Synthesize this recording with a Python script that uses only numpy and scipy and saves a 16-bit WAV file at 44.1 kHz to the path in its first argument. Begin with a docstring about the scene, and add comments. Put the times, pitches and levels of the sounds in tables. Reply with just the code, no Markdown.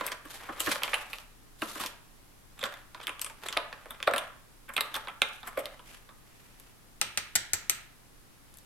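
"""Pots in a cardboard drawer

Close stereo microphones at a desk in a small furnished room with a faint hum. Hands bump a tray out of a
cardboard drawer and rummage among small plastic pots; then one pot is rapped five times, bright on the left.
Each contact is a strike plus a noise spray driving resonators; friction is coloured noise in slips and catches.
Diffuse reflections and steady air noise lie behind."""
import sys
import numpy as np
from scipy import signal
from scipy.fft import rfft, irfft, next_fast_len
from scipy.io import wavfile
from scipy.ndimage import uniform_filter1d

SR = 44100
rng = np.random.default_rng(int(sys.argv[2]) if len(sys.argv) > 2 else 0)


def to_wav(sig):
    """Store sig (one row per channel, or 1-D mono) as 16-bit WAV at the path in sys.argv[1].

    Samples outside -1..1 are clipped; the rate is SR.
    """
    pcm = np.clip(np.atleast_2d(sig), -1, 1) * 32767
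    pcm = np.round(pcm).astype(np.int16)
    wavfile.write(sys.argv[1], SR, pcm.T)  # frames by channels


N = 381465  # samples

# length of the soft noise onset before each strike (s)
ONSET_S = 0.01
# how far modes shift from blow to blow (share of pitch): in the drawer, and under the changing grip
DRAWER_DETUNE, GRIP_DETUNE = 0.014, 0.06

# what rings in a knock, nominally; one list per part: drawer thump, drawer floor, pot hollow, pot wall, rim tick
# columns: f/Hz, width/Hz, level/dB within the part
KNOCK_MODES = [
    [(241, 56, -1.5), (303, 57, -0.5), (445, 78, 0)],
    [(502, 114, -0.5), (548, 105, 7.5), (613, 305, 2.5), (756, 106, -0.5)],
    [(879, 43, -1.5), (987, 81, 2), (1162, 290, 3), (1338, 52, 6), (1556, 430, -2)],
    [(2085, 38, -0.5), (2564, 1650, -4), (3005, 1300, -3.5), (3630, 504, -5), (4400, 340, -30.5)],
    [(5040, 4300, -8.5), (7630, 780, 1.5), (8560, 550, -0.5), (10320, 1500, 5), (11030, 3000, 3.5),
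     (14200, 2100, -9)],
]


def rummaging(wall_width_hz=500, wall_db=4.5, desk_db=-15):
    """Pots knock in the drawer, mostly to the right; each adds its own wall pitch, the desk answers below."""
    out = np.zeros((3, N))
    floor, hollow, wall, rim = KNOCK_MODES[1:]
    desk = energy_one(resonate(signal.unit_impulse(SR // 8), hz=72, width=60))
    desk = desk * np.sqrt(SR / 100)  # unit rms over 10 ms
    # spray over strike for each part: most in thump and hollow, least in the rim tick
    scuff_parts_db = np.array([2.5, -1.5, 3.0, -0.5, -3.5])
    for s, panels, levels_db, scuff_db, wall_hz in blows():
        pot_wall = sorted(wall + [(wall_hz, wall_width_hz, wall_db)])
        parts = [panels, floor, hollow, pot_wall, rim]
        # the more spray, the slower its onset
        onset_t60 = 0.011 * np.clip(from_db(scuff_db), 0.2, 3)
        knock = contact(levels_db, parts, scuff_db + scuff_parts_db, spray_t60=0.069, onset_t60=onset_t60,
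                        alike=0.64, detune=DRAWER_DETUNE, uneven_db=4.0, grain_db=4.5,
                        left_db=[0.5, -1.0, -1.5, -3.0, 6.0], room_db=[-3.5, 1.5, -0.1, -4.0, 0.0])
        add(out, knock, s - ONSET_S)
        add(out, from_db(levels_db[0] + desk_db) * desk[None], s)
    return from_db(0.23) * out


def blows():
    """Every contact: s, thumping panels, dB of thump, floor, hollow, wall and rim, scuff dB, wall pitch Hz."""
    yield from tray_bumps()
    yield from clacks()
    yield from drops()
    yield from nail_ticks()
    yield from jostles()


# the tray's thump, nominally; columns: f/Hz, width/Hz, level/dB within the thump
TRAY_MODES = [(193, 42, -8.5), (237, 54, -2), (309, 53, 2.5), (386, 84, -8)]
# the tray bumps its way out of the drawer; levels are before the overall gain of the rummaging
# columns: t/s, thump level/dB, hollow level/dB, wall level/dB, rim tick level/dB, scuff over strike/dB
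TRAY_BUMPS = [(0.008, -45, -31, -39.5, -51, 1), (0.066, -63, -52, -48, -32.5, 4),
              (0.08, -69, -57, -38.5, -67, 7), (0.119, -55, -37, -37, -42.5, 4),
              (0.254, -48, -46.5, -59, -55, 26), (0.492, -41.5, -34, -57, -69, 5.5),
              (0.604, -46, -36.5, -30.5, -28.5, 16), (0.663, -55, -41, -36, -41, 3),
              (0.675, -31, -27.5, -37, -49, 28), (0.717, -59, -32.5, -27.5, -32.5, 15),
              (0.758, -70, -36.5, -42, -55, -8), (0.82, -67, -38.5, -39, -66, -2),
              (0.834, -50, -38, -27.5, -35, -1.5), (0.879, -70, -40, -38, -62, -5),
              (0.934, -61, -29.5, -29.5, -61, 0.5), (0.942, -68, -36.5, -25.5, -35, 5),
              (1.132, -69, -46.5, -35, -48, 3), (1.185, -73, -53.5, -48, -56, -10),
              (1.62, -33.5, -31.5, -34, -43, 3), (1.757, -45, -40, -51, -51, 5),
              (1.801, -47, -41, -42, -43.5, 16), (1.85, -50, -43, -56, -63, -7),
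              (1.862, -65, -62, -38, -40, 2)]


def tray_bumps(even_wall_hz=2947, hardness_hz_per_db=25.5, floor_db=-7):
    """A bump rings the tray's wall higher the harder the edge (rim over wall); the floor follows the hollow."""
    for s, thump, hollow, wall, rim, scuff in TRAY_BUMPS:
        wall_hz = even_wall_hz + hardness_hz_per_db * (rim - wall)
        yield s, TRAY_MODES, [thump, hollow + floor_db, hollow, wall, rim], scuff, wall_hz


# pot clacks against pot; levels are before the overall gain of the rummaging
# columns: t/s, hollow level/dB, wall level/dB, rim tick level/dB, scuff over strike/dB, wall f/Hz
CLACKS = [(2.593, -52, -48.5, -52, 0, 3730), (2.614, -49, -40, -54, 22, 3530),
          (2.639, -32.5, -31.5, -41.5, -1.5, 3430), (2.657, -36, -42, -45, 10, 2730),
          (2.74, -57, -48, -55.5, -3, 3550), (2.947, -43.5, -47.5, -60, -3, 3600),
          (3.014, -51, -48, -63, 4, 2750), (3.032, -51, -46, -53.5, 17, 3300),
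          (3.07, -53, -32.5, -42, -10, 3200), (3.079, -37, -38.5, -45, 6, 2090),
          (3.094, -38, -36.5, -47, -5, 2500), (3.195, -54, -45, -49, -11, 3140),
          (3.216, -48, -40, -31.5, 2, 2980), (3.246, -48, -43.5, -36, 1, 2330),
          (3.264, -44, -44, -44, 6, 2160), (3.299, -47, -50, -55, 0, 2220), (3.466, -51, -46, -49, 3, 4100),
          (3.486, -44.5, -35, -39, -2, 3430), (3.527, -40.5, -37, -46.5, 0, 2600),
          (3.573, -32, -26, -39.5, -11, 3160), (3.728, -41.5, -45, -64, 1, 2940),
          (3.907, -42, -43.5, -44, 3, 3520), (4.003, -45.5, -47, -67, -5, 2320),
          (4.028, -44, -33, -46, -4, 3340), (4.162, -34.5, -34, -40, -1, 2780),
          (4.181, -38.5, -30.5, -35.5, 2, 3400), (4.692, -39.5, -46.5, -54, 9, 2190),
          (4.738, -52, -52, -46.5, 5, 2120), (4.766, -37, -26.5, -36.5, -1.5, 2490),
          (4.779, -29.5, -28, -46, -4.5, 2570), (4.808, -33, -27.5, -32, -2, 3820),
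          (4.943, -39, -35, -41, 2, 3340), (4.954, -39, -34, -43, 7, 3320),
          (4.964, -34, -52, -41.5, 4, 2110), (5.073, -40.5, -46, -64, -9, 3270),
          (5.084, -38.5, -38, -54.5, 4, 2510), (5.219, -27, -19.5, -32.5, -4, 2440),
          (5.431, -44.5, -48, -64, 1, 2110), (5.475, -38, -46.5, -42, 10, 2094),
          (5.657, -55, -37.5, -46, -7, 3650), (5.794, -51, -54.5, -67, -1, 3150),
          (6.091, -51, -59, -73, 1, 3160)]


def clacks(thump_db=-14.5, floor_db=-10.5):
    """A share of each clack's hollow ring reaches the drawer's panels and its floor."""
    for s, hollow, wall, rim, scuff, wall_hz in CLACKS:
        levels_db = [hollow + thump_db, hollow + floor_db, hollow, wall, rim]
        yield s, KNOCK_MODES[0], levels_db, scuff, wall_hz


# a pot drops on the drawer floor; levels are before the overall gain of the rummaging
# columns: t/s, floor level/dB, hollow level/dB, wall level/dB, rim tick level/dB, scuff over strike/dB
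DROPS = [(2.629, -36, -37, -38.5, -49, 1), (3.569, -30.5, -29, -34, -49, -1.5),
         (3.858, -48, -49, -57, -64, -1), (4.075, -21, -21.5, -28, -42.5, 5),
         (4.112, -35, -41, -44, -53, 1), (4.137, -28.5, -26.5, -32.5, -39, -0.5),
         (5.576, -27.5, -35, -39.5, -47, 7), (5.593, -39, -46, -41, -42.5, 18)]


def drops(thump_db=-12, wall_hz=2110):
    """The panels follow the struck floor; a flat landing rings the pot's wall at a low pitch."""
    for s, floor, hollow, wall, rim, scuff in DROPS:
        yield s, KNOCK_MODES[0], [floor + thump_db, floor, hollow, wall, rim], scuff, wall_hz


# a fingernail ticks on the rim of the pot in the hand; columns: t/s, level/dB before balance and overall gain
NAIL_TICKS = [(6.599, -52), (8.541, -56), (8.572, -52), (8.586, -54)]
# balance of a tick: thump, floor, hollow, wall, rim; column: level/dB
NAIL_PARTS_DB = np.array([-25.0, -22.0, -18.0, -14.0, -0.5])


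def nail_ticks(scuff_db=-1, wall_hz=3600):
    """A light hard tap sounds mostly as rim tick, with little wall and hollow."""
    for s, level_db in NAIL_TICKS:
        yield s, KNOCK_MODES[0], level_db + NAIL_PARTS_DB, scuff_db, wall_hz


# balance of a jostle: thump, floor, hollow, wall, rim; column: level/dB
JOSTLE_PARTS_DB = np.array([-8.0, -9.0, -5.5, -8.0, -19.0])


def jostles(per_s=9.0, over_scrape_db=-10.5, spread_db=6, wall_range_hz=(2100, 3820)):
    """Neighbours knock faintly at random moments of each push, stronger when the push is harder."""
    for start, length, scrape_db, _ in PUSHES:
        # four candidates per push, each kept by chance
        for when, chance, size, pitch in rng.random((4, 4)):
            if chance < per_s * length / 4:
                level_db = scrape_db + over_scrape_db + spread_db * (2 * size - 1)
                wall_hz = np.interp(pitch, [0, 1], wall_range_hz)
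                yield start + when * length, KNOCK_MODES[0], level_db + JOSTLE_PARTS_DB, 0, wall_hz


# raps of the hand-held pot, close by; levels are before the overall gain of the rapping
# columns: t/s, desk thud level/dB, pot body level/dB, rim snap level/dB, scatter over strike/dB
RAPS = [(7.014, -38, -26.5, -27, 4), (7.1745, -42.5, -28, -30, -1.5), (7.3545, -37.5, -25, -22, 10),
        (7.534, -41, -30, -24.5, -2), (7.697, -43, -28, -23, -1)]
# what rings in a rap, nominally; one list per part: desk thud, pot body, rim snap
# columns: f/Hz, width/Hz, level/dB within the part
RAP_MODES = [
    [(76.6, 44, 3.5), (226, 41, 0), (360, 72, 0.5), (550, 49, 0), (850, 290, 1.5)],
    [(1315, 140, -1), (1970, 1000, -1.5), (2580, 640, 0.5), (4040, 2400, -5.5)],
    [(6000, 1340, 2), (8370, 550, 11), (8800, 1300, 0), (11700, 1100, 2.5), (13600, 2600, -7)],
]


def rapping(crack_db=-6.5):
    """The hand-held pot is rapped smartly, bright at the left microphone.

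    A dense scatter of close reflections follows each rap."""
    out = np.zeros((3, N))
    # the very first instant of hard contact: barely two cycles
    crack = resonate(signal.unit_impulse(SR // 100), hz=8800, width=3200)
    crack = energy_one(crack * from_db([[3.5], [-3.5]])) * np.sqrt(SR / 100)
    scatter_parts_db = np.array([5, 5, 2.5])
    for s, *levels_db, scatter_db in RAPS:
        rap = contact(levels_db, RAP_MODES, scatter_db + scatter_parts_db, spray_t60=0.065, onset_t60=0.0041,
                      alike=0.39, detune=GRIP_DETUNE, uneven_db=0.75, grain_db=5.5,
                      left_db=[0.8, -0.4, 4.0], room_db=[0.2, 0.5, -0.3])
        add(out, rap, s - ONSET_S)
        add(out[:2], from_db(levels_db[2] + crack_db) * crack, s)
    # the sound reaches the right side four samples later
    out[1] = np.roll(out[1], 4)
    return from_db(0.9) * out


def contact(levels_db, parts, sprays_db, spray_t60, onset_t60, alike, detune, uneven_db, grain_db, left_db, room_db):
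    """A strike and a grainy noise spray ring each part; levels are rms over 10 ms.

    sprays_db, left_db and room_db hold one value per part. Rows: left, right and what goes out into the room."""
    size, lead = SR // 8, int(ONSET_S * SR)
    strike = signal.unit_impulse(size, lead)
    # soft onset: noise swells briefly up to the strike, then decays
    swell = np.concatenate([fade(lead, onset_t60)[::-1], fade(size - lead, spray_t60)])
    # each grain lasts eight samples
    grain_levels = np.repeat(rng.standard_normal(size // 8 + 1), 8)[:size]
    grains = from_db(grain_db * grain_levels)
    spray = energy_one(stereo_noise(size, alike) * grains * swell)
    out = 0
    for level_db, modes, spray_db, pan_db, send_db in zip(levels_db, parts, sprays_db, left_db, room_db):
        force = np.vstack([strike + from_db(spray_db) * spray, strike])
        ring = 0
        for k, (hz, width, db) in enumerate(modes):
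            # every pot is a little different, and every point of contact favours other modes
            favour, shift = rng.standard_normal(2)
            mode = resonate(force, hz * (1 + detune * shift), width)
            ring = ring + (-1) ** k * from_db(db + uneven_db * favour) * mode
        edges = [modes[0][0] * 0.8, min(modes[-1][0] * 1.2, SR * 0.45)]
        ring = band_pass(ring, edges)
        near = energy_one(ring[:2] * from_db([[pan_db / 2], [-pan_db / 2]]))
        sent = from_db(send_db) * energy_one(ring[2])
        out = out + from_db(level_db) * np.vstack([near, sent])
    return out * np.sqrt(SR / 100)


# shoves of the tray over the drawer; columns: t/s, length/s, scrape level/dB, hiss level/dB
SLIDES = [(0.0, 0.087, -43.5, -53), (0.31, 0.048, -47, -45.5), (0.41, 0.47, -49.5, -57),
          (0.64, .11, -45, -39), (0.79, 0.23, -46.5, -49), (1.1, 0.089, -55, -53.5),
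          (1.635, 0.24, -54.5, -45), (1.785, 0.062, -43, -44)]
# fingers push the pots about; levels are before the gain given to rubbing()
# columns: t/s, length/s, scrape level/dB, hiss level/dB
PUSHES = [(2.576, 0.23, -50.5, -57), (2.977, 0.13, -48.5, -70), (3.224, 0.087, -51, -55.5),
          (3.415, 0.17, -43.5, -50.5), (3.772, 0.27, -49.5, -69), (4.147, 0.098, -43, -55),
          (4.826, .2, -46.5, -55.5), (5.263, 0.12, -69, -54.5), (5.47, 0.27, -48, -57)]
# colour of the card scrape; columns: f/Hz, relative density level/dB
SCRAPE = [(120, -10), (260, -7), (550, -0.5), (1000, 1), (1700, 1), (3200, -5.5), (5000, -17.5),
          (7500, -32)]
# colour of the hiss of skin and plastic; columns: f/Hz, relative density level/dB
HISS = [(2000, -6), (3500, 5), (5000, -1), (6500, -1), (9000, -2), (12000, 1), (14000, -9), (16000, -23)]


def rubbing(strokes, gain_db, rough_db, catch_db):
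    """Friction: a grainy scrape of card and a fine hiss of skin and plastic, in quick slips and slower catches."""
    scrape, hiss = np.zeros((2, N))
    for s, length, scrape_db, hiss_db in strokes:
        effort = stroke(s, length)
        scrape = np.maximum(scrape, from_db(scrape_db) * effort)
        hiss = np.maximum(hiss, from_db(hiss_db) * effort)
    quick = rough_db * wander(50)
    slow = catch_db * wander(500)
    slips = from_db(quick + slow)
    card = scrape * coloured(stereo_noise(N, 0.83) * slips, SCRAPE)
    skin = hiss * coloured(stereo_noise(N, 0.31) * slips, HISS)
    return from_db(gain_db) * (card + skin)


# skin brushes over the pot in the hand; columns: t/s, length/s, level/dB
BRUSHES = [(5.878, 0.092, -54), (6.277, 0.42, -63.5), (8.3, 0.059, -75.5), (8.48, .16, -69.5)]
# colour of the brushing; columns: f/Hz, relative density level/dB
BRUSH = [(400, 1.5), (1200, 2), (2800, 4.5), (3800, -2), (4800, -3), (8000, -5.5), (12000, -4),
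         (16000, -23)]


def brushing():
    """The pot is lifted out and turned between the fingers: soft noise that catches irregularly."""
    level = sum(from_db(db) * stroke(s, length) for s, length, db in BRUSHES)
    catches = from_db(3.5 * wander(400))
    return level * coloured(stereo_noise(N, 0.18) * catches, BRUSH)


def stroke(start, length, attack_s=0.16, release_s=0.22):
    """Gain of one hand movement: swells from -60 dB, holds, dies away to -60 dB in the given times."""
    t = np.arange(N) / SR - start
    before = np.maximum(-t, 0) / attack_s
    after = np.maximum(t - length, 0) / release_s
    return np.exp(-np.log(1000) * (before + after).clip(0, 10))


# decay of the room; columns: f/Hz, t60/s
ROOM_T60 = [(150, 0.25), (530, 0.42), (1400, 0.54), (3700, 0.45), (7000, 0.28), (13000, 0.32)]
# reverberation of the room, before the left-right tilt; columns: f/Hz, level/dB
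ROOM_DB = [(100, -4.5), (500, -7.5), (1400, -3.5), (3000, -5.5), (6000, -7.5), (13000, -13.5)]
# left-right likeness of the reverberation; columns: f/Hz, likeness (0-1)
ROOM_LIKENESS = [(200, 0.71), (700, 0.88), (1500, 0.28), (3500, 0), (12000, 0)]


def room(x):
    """Diffuse reflections build up within milliseconds and die at a different rate in each band."""
    size = SR * 3 // 4
    edges = np.geomspace(70, 17000, 25)
    build_up = (1 - fade(size, 0.0063)) ** 2
    response = 0
    for low, high in zip(edges, edges[1:]):
        hz = np.sqrt(low * high)
        tail = stereo_noise(size, at_hz(ROOM_LIKENESS, hz)) * fade(size, at_hz(ROOM_T60, hz)) * build_up
        band = energy_one(band_pass(tail, [low, high]))
        response = response + from_db(at_hz(ROOM_DB, hz)) * band * np.sqrt(2 * (high - low) / SR)
    tilt = from_db([[-0.6], [0.6]])
    return tilt * signal.fftconvolve(x[None], response, axes=1)[:, :N]


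# colour of the air noise; columns: f/Hz, relative density level/dB
AMBIENCE = [(18, -2), (28, 5), (38, -5), (55, -7), (85, -7.5), (120, -10.5), (150, -9.5), (270, -10),
            (530, -17.5), (1050, -17.5), (3200, -24), (7000, -26.5), (11800, -24.5), (16500, -36)]
# left-right likeness of the air noise; columns: f/Hz, likeness (0-1)
LIKENESS = [(30, 0.2), (60, 0), (130, 0), (300, 0), (1000, 0.14), (3000, 0), (12000, 0.05)]
# steady machine hum; columns: f/Hz, rms level/dB
HUM = [(29, -66), (120, -70)]


def ambience(air_db=-56.5):
    """Air noise and microphone hiss as one coloured noise, and a low hum of steady sines."""
    size = next_fast_len(N)
    alike = np.clip(at_hz(LIKENESS, np.arange(size // 2 + 1) * SR / size), -1, 1)
    mid, side = rfft(rng.standard_normal((2, size)))
    air = irfft(np.sqrt(1 + alike) * mid + np.sqrt(1 - alike) * side * np.array([[1], [-1]]), size)
    hum = 0
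    for hz, db in HUM:
        cycles = hz * np.arange(N) / SR + rng.random()
        hum = hum + from_db(db) * np.sqrt(2) * np.sin(2 * np.pi * cycles)
    return from_db(air_db) * coloured(air, AMBIENCE) + hum


def from_db(db):
    """Amplitude factor of a level in dB."""
    return 10 ** (np.asarray(db) / 20)


def rms_one(x):
    """Unit rms over all channels."""
    return x / np.sqrt(np.mean(x ** 2) + 1e-20)


def energy_one(x):
    """Unit energy in the average channel."""
    return x / np.sqrt(np.mean(np.sum(x ** 2, axis=-1)) + 1e-20)


def at_hz(points, hz):
    """Read a curve of (Hz, value), straight over log frequency."""
    points = np.array(points)
    return np.interp(np.log(np.maximum(hz, 1)), np.log(points[:, 0]), points[:, 1])


def fade(size, t60):
    """Exponential decay by 60 dB in t60 seconds."""
    return np.exp(-np.log(1000) * np.arange(size) / (SR * t60))


def add(out, sound, s):
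    """Mix a sound in at s seconds."""
    start = max(0, int(s * SR))
    out[:, start:start + sound.shape[1]] += sound[:, :N - start]


def wander(samples):
    """Smoothed random curve of unit rms."""
    return rms_one(uniform_filter1d(rng.standard_normal(N), size=samples))


def stereo_noise(size, alike):
    """White noise whose two channels are partly the same."""
    mid, side = rng.standard_normal((2, size))
    alike = np.clip(alike, -1, 1)
    return np.sqrt((1 + alike) / 2) * mid + np.sqrt((1 - alike) / 2) * side * np.array([[1], [-1]])


def coloured(x, spectrum):
    """Shape noise by a spectrum of (Hz, dB), to unit rms."""
    size = next_fast_len(N)
    hz = np.arange(size // 2 + 1) * SR / size
    shaped = rfft(x, size) * from_db(at_hz(spectrum, hz))
    return rms_one(irfft(shaped, size)[:, :N])


def band_pass(x, edges):
    """Keep what lies between two edges in Hz."""
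    return signal.sosfilt(signal.butter(2, edges, "band", fs=SR, output="sos"), x)


def resonate(x, hz, width):
    """One damped mode: a two-pole resonator that rings longer the narrower it is."""
    r = np.exp(-np.pi * abs(width) / SR)
    zeros = np.array([1, 0, -1]) * (1 - r * r) / 2
    poles = [1, -2 * r * np.cos(2 * np.pi * hz / SR), r * r]
    return signal.lfilter(zeros, poles, x)


def scene():
    """Knocks, raps and friction at the desk, their reflections, and the air of the room."""
    knocks, raps = rummaging(), rapping()
    slides = rubbing(SLIDES, gain_db=0.0, rough_db=2.5, catch_db=3.0)
    pushes = rubbing(PUSHES, gain_db=-7.0, rough_db=3.5, catch_db=-5.5)
    friction = slides + pushes + brushing()
    # what each source sends out into the room
    radiated = from_db(0.2) * knocks[2] + from_db(-0.5) * raps[2] + friction.mean(axis=0)
    return knocks[:2] + raps[:2] + friction + room(radiated) + ambience()


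def record(dry, cutoff_hz=16400):
    """Peaks beyond full scale are clipped; the top is cut steeply."""
    low_pass = signal.ellip(10, 0.2, 70, cutoff_hz, fs=SR, output="sos")
    return signal.sosfilt(low_pass, np.clip(dry, -1, 1))


dry = scene()
out = record(dry)
to_wav(out)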